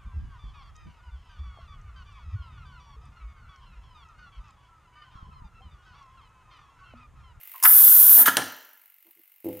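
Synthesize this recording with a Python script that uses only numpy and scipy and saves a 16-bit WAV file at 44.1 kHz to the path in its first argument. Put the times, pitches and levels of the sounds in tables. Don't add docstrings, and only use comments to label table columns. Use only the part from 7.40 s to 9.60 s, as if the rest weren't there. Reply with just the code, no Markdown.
import sys
import numpy as np
from scipy import signal
from scipy.fft import rfft, irfft
from scipy.io import wavfile
from scipy.ndimage import uniform_filter1d

SR = 44100
rng = np.random.default_rng(int(sys.argv[2]) if len(sys.argv) > 2 else 0)


def put_to_file(sound):
    columns = np.atleast_2d(sound).T
    safe = np.clip(columns, -1, 1)
    whole_steps = np.round(safe * 32767)
    wavfile.write(sys.argv[1], SR, whole_steps.astype(np.int16))


N = 97020
T = np.arange(N) / SR


def from_db(db):
    return 10 ** (np.asarray(db) / 20)


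def rms_one(x):
    return x / np.sqrt(np.mean(x ** 2) + 1e-20)


def cut(x, hz, kind, order=2):
    return signal.sosfilt(signal.butter(order, hz, kind, fs=SR, output="sos"), x + 1e-18)


def colour(x, points):
    hz, db = np.transpose(points)
    f = np.maximum(np.fft.rfftfreq(N, 1 / SR), 1)
    return irfft(rfft(x) * from_db(np.interp(np.log(f), np.log(hz), db)), N)


def noise(points):
    return rms_one(colour(rng.standard_normal(N), points))


def burst(start, decay):
    return (T >= start) * np.exp(-np.maximum(T - start, 0) / decay)


def ring(drive, hz, t60):
    r, w = from_db(-60 / (t60 * SR)), 2 * np.pi * hz / SR
    return signal.lfilter([.5, 0, -.5], [1, -2 * r * np.cos(w), r * r], drive + 1e-18)


def clicks(times, db):
    out = np.zeros(N)
    np.add.at(out, np.clip((times * SR).astype(int), 0, N - 1), from_db(db))
    return out


HUM_HZ, HUM_DB = 100, -62.5
# f/Hz, level/dB
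PUMP_COLOUR = [(60, -35.5), (300, -27), (780, -15.5), (1100, -14.5), (1800, -10.5), (2130, -8.5),
               (2850, -5), (3300, -14), (6000, -19), (9000, -13.5), (11500, -6), (13300, 4), (15500, -0.5)]
# t/s, level/dB
SUPPRESSOR_GAIN = [(0, -46.5), (.21, -43), (1.0, -47), (1.33, -55), (1.47, -57), (2.035, -57.5),
                   (2.05, -47.5), (2.2, -47)]
# t/s, level/dB
HUM_LOUDNESS = [(0, -17), (.12, -20.5), (.17, -28), (.3, -8), (1.08, 6.5), (1.2, -34.5), (2.2, -37)]

def pump(turn_s=.04192, first_s=.0318, puff_db=9, weak_db=-4.5, spread_db=1.2, split_hz=11000):
    count = np.arange(-1, int(2 * N / SR / turn_s))
    times = first_s + count * turn_s / 2
    db = puff_db + weak_db * (count % 2) + spread_db * rng.standard_normal(len(count))
    echoes = clicks(times + .012, db - 16)
    shape = burst(0, decay=.0048) * (1 - burst(0, decay=.0005))
    puffs = signal.fftconvolve(clicks(times, db) + echoes, shape / shape.max())[:N]
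    bright_leak, dull_leak = from_db(-7), from_db(-0.5)
    bright = np.hypot(puffs, bright_leak) * cut(noise(PUMP_COLOUR), split_hz, "high", order=4)
    dull = np.hypot(from_db(-4.5) * puffs, dull_leak) * cut(noise(PUMP_COLOUR), split_hz, "low", order=4)
    taps = clicks(times + .002, db=-5 + spread_db * rng.standard_normal(len(times)))
    housing = ring(taps, hz=2110, t60=0.031)
    hum_level = from_db(HUM_DB + np.interp(T, *np.transpose(HUM_LOUDNESS)))
    hum = hum_level * np.sin(2 * np.pi * HUM_HZ * T)
    suppressor = from_db(np.interp(T, *np.transpose(SUPPRESSOR_GAIN)))
    return suppressor * (bright + dull + housing) + hum


# t/s, level/dB
VALVE_CLICKS = [(.143, -49.5), (.153, -45), (0.226, -39.5), (0.239, -28)]
# f/Hz, level/dB, ring time/s
VALVE_NOTES = [(960, -3.5, 0.21), (1044, 8.5, 0.087), (1050, -24, 0.15)]
# t/s, level/dB, decay/s
AIR_SPITS = [(.2265, -21, 0.019), (.2364, -12.5, 0.0073), (.249, -20.5, 0.011)]
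# f/Hz, level/dB
SPIT_COLOUR = [(2500, -13.5), (4400, -21.5), (5100, 0.5), (5900, -9), (7300, -5.5), (8500, -5.5),
               (10000, 3), (11200, 2.5), (12500, -5.5), (14700, 6), (16000, -10)]

def valve():
    times, db = np.transpose(VALVE_CLICKS)
    body = sum(ring(clicks(times, db + level), hz, t60) for hz, level, t60 in VALVE_NOTES)
    spit_level = sum(from_db(level) * burst(start, decay) for start, level, decay in AIR_SPITS)
    spits = spit_level * noise(SPIT_COLOUR)
    return cut(cut(body, 2000, "low") + spits, 800, "high", order=4)


AIR_ON_S, AIR_RISE_S, AIR_OFF_S, AIR_FALL_DB_PER_S, AIR_DB = 0.2295, 0.027, 0.8194, 601.5, -11
VENT_S, VENT_RISE_S, VENT_DB = .857, .012, -7.5
# f/Hz, level/dB
AIR_COLOUR = [(24, -76), (40, -39), (96, -42.5), (214, -35), (693, -30.5), (805, -27), (1030, -21.5),
              (1230, -26), (1500, -17), (2140, -41.5), (3190, -24), (4640, -26), (6580, -20), (7280, -20),
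              (12900, 3), (14700, 4.5), (15800, -26.5)]
# f/Hz, width/Hz, level/dB
PORT_WHISTLES = [(13310, 150, -9.5), (14600, 660, -9)]
# f/Hz, level against the hiss/dB
CODING_SHIMMER = [(3000, -51.5), (4500, -14.5), (7000, -7.5), (10000, -28), (12500, -38), (14000, -45)]

def air_hiss(split_hz=8500, wash_rise_s=0.16, flutter_db=.5, flutter_hz=25):
    opening = np.clip((T - AIR_ON_S) / AIR_RISE_S, 0, 1)
    flow = opening * from_db(AIR_DB - AIR_FALL_DB_PER_S * np.maximum(T - AIR_OFF_S, 0))
    vent = from_db(VENT_DB) * np.clip((T - VENT_S) / VENT_RISE_S, 0, 1) * burst(VENT_S, decay=0.013)
    flutter = rms_one(cut(rng.standard_normal(N), flutter_hz, "low"))
    level = (flow + vent) * from_db(flutter_db * flutter)
    swell = np.clip((T - AIR_ON_S) / wash_rise_s, 0, 1)
    wash = swell * cut(noise(AIR_COLOUR), split_hz, "low", order=6)
    whistles = sum(from_db(db) * rms_one(ring(rng.standard_normal(N), hz, np.log(1000) / (np.pi * width)))
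                   for hz, width, db in PORT_WHISTLES)
    jet = cut(noise(AIR_COLOUR) + whistles, split_hz, "high", order=6)
    return level * (jet + wash), level * colour(noise(AIR_COLOUR), CODING_SHIMMER)


# t/s, thud level/dB, frame level/dB, crack level/dB, decay/s, rise/s
MACHINE_BLOWS = [(0.246, -61, -24, -46.5, 0.0036, 0.00095), (0.2522, -65, -16, -34.5, 0.004, 0.00057),
                 (0.262, -62, -21.5, -53, 0.0031, 0.00036), (0.769, -34, -40, -60.5, 0.03, .008),
                 (0.787, -40, -33, -51.5, 0.075, 0.0015), (0.857, -43, -19.5, -20.5, 0.017, 0.0014),
                 (0.8754, -31, -16, -39.5, 0.0021, 0.0019), (0.88, -20.5, -16, -21, 0.0077, 0.0011),
                 (0.969, -23, -21.5, -8, 0.0029, 0.00055), (0.975, -25.5, -29.5, -32, .024, 0.0037),
                 (1.019, -52, -33, -48, 0.0028, 0.00024)]
# f/Hz, level/dB, ring time/s
FRAME_NOTES = [(712.3, -12.5, 0.18), (988, -6.5, 0.07), (1280, -0.5, 0.079), (1388, -3.5, 0.11),
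               (1525, 3, 0.014), (1705, 3.5, 0.049), (1899, -5, 0.041), (2187, -15, 0.04),
               (2966, -15.5, .04)]
# f/Hz, level/dB
THUD_COLOUR = [(40, -34), (100, -9), (170, -8.5), (270, 4.5), (350, -5.5), (430, -3.5), (600, -2),
               (900, 0.5), (1500, -21.5), (3000, -28)]
# f/Hz, level/dB
CRACK_COLOUR = [(500, -19), (2400, -11.5), (3150, 8.5), (3700, -0.5), (4350, -0.5), (5000, -4.5), (6400, 1),
                (7800, -5.5), (9500, 3.5), (10500, -7.5), (12000, -7.5), (16000, -8.5)]

def machine_clacks():
    thud_level, rings, crack_level = 0, 0, 0
    for start, thud_db, frame_db, crack_db, decay, rise in MACHINE_BLOWS:
        rattle = burst(start, decay) * np.clip((T - start) / rise, 0, 1)
        frame = sum(from_db(db) * rms_one(ring(rattle * rng.standard_normal(N), hz, t60))
                    for hz, db, t60 in FRAME_NOTES)
        loudest = np.sqrt(uniform_filter1d(frame ** 2, size=256).max())
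        rings += from_db(frame_db) * frame / loudest
        thud_level += from_db(thud_db) * rattle
        crack_level += from_db(crack_db) * rattle
    rings = cut(cut(rings, 700, "high", order=4), 3800, "low")
    thuds = cut(thud_level * noise(THUD_COLOUR), 130, "high")
    return thuds + rings + crack_level * noise(CRACK_COLOUR)


# t/s, half length/s, level/dB, friction compared with the note/dB
JAR_RUBS = [(1.681, .025, -64, -6), (1.788, .02, -60.5, -20)]

def jar_slide():
    note = ring(rng.standard_normal(N), hz=330, t60=0.11)
    hollow = rms_one(cut(note, 500, "low"))
    friction = cut(noise(THUD_COLOUR), 400, "high")
    return sum(from_db(db) * np.exp(-((T - middle) / half) ** 2) * (hollow + from_db(rough_db) * friction)
               for middle, half, db, rough_db in JAR_RUBS)


# t/s, level/dB, extra for the upper notes and scuff/dB
JAR_BUMPS = [(2.0446, -33.5, -12), (2.0565, -28.5, -9), (2.0655, -26.5, -20), (2.0742, -39, 12),
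             (2.0875, -31, 0), (2.098, -29.5, -2.5), (2.112, -40, -9), (2.126, -46, 8), (2.151, -40, 0),
             (2.173, -43, -1)]
# f/Hz, level/dB, ring time/s
JAR_NOTES = [(101.5, -21, 0.42), (181, -16.5, 0.079), (280, -11, 0.11), (329.5, -0.5, 0.11),
             (382, -14, 0.087), (503.4, -12, 0.41), (599, -27, 0.27), (816, -13, 0.08)]

def jar_knocks(upper_hz=450, scuff_db=-11.5):
    times, db, extra_db = np.transpose(JAR_BUMPS)
    rings = sum(ring(clicks(times, db + level + extra_db * (hz > upper_hz)), hz, t60)
                for hz, level, t60 in JAR_NOTES)
    scuff_level = sum(from_db(level + scuff_db) * burst(start, decay=0.0059)
                      for start, level in zip(times, db + extra_db))
    knocks = rings + scuff_level * noise(THUD_COLOUR)
    return cut(cut(knocks, 700, "low", order=4), 90, "high")


# f/Hz, ring time/s, level/dB
ROOM_ECHO = [(101, 0.23, -0.5), (300, 0.53, -7), (806, .65, -8.5), (1520, 0.81, -11.5), (3200, .6, -8.5),
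             (6000, 0.66, -8.5), (9140, 0.33, -6.5), (10900, .32, -20), (15000, 0.66, -20.5)]

def room(x, gap_s=0.0081):
    hz, t60, db = np.transpose(ROOM_ECHO)
    f, white, tail = np.fft.rfftfreq(N, 1 / SR), rfft(rng.standard_normal(N)), 0
    edges = np.geomspace(40, 18000, 15)
    for low, high in zip(edges, edges[1:]):
        length, level = (np.interp(np.log(low * high) / 2, np.log(hz), column) for column in (t60, db))
        band = irfft(white * (f >= low) * (f < high), N)
        fade = burst(gap_s, length / np.log(1000))
        tail += from_db(level) * band * fade / np.linalg.norm(fade)
    return signal.fftconvolve(x, tail)[:N]


def scene(air_echo_db=0.5, jar_echo_db=-1.5):
    clacks = machine_clacks() + valve()
    knocks = jar_knocks()
    hiss, shimmer = air_hiss()
    echo = room(clacks + from_db(air_echo_db) * hiss + from_db(jar_echo_db) * knocks)
    centre = pump() + clacks + hiss + jar_slide() + knocks + echo
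    return centre + shimmer * np.array([[1], [-1]])


def record(dry, ceiling=1.55, cutoff_hz=15750):
    rounded = ceiling * np.tanh(dry / ceiling)
    return signal.sosfilt(signal.ellip(12, .1, 90, cutoff_hz, fs=SR, output="sos"), rounded)


dry = scene()
out = record(dry)
put_to_file(out)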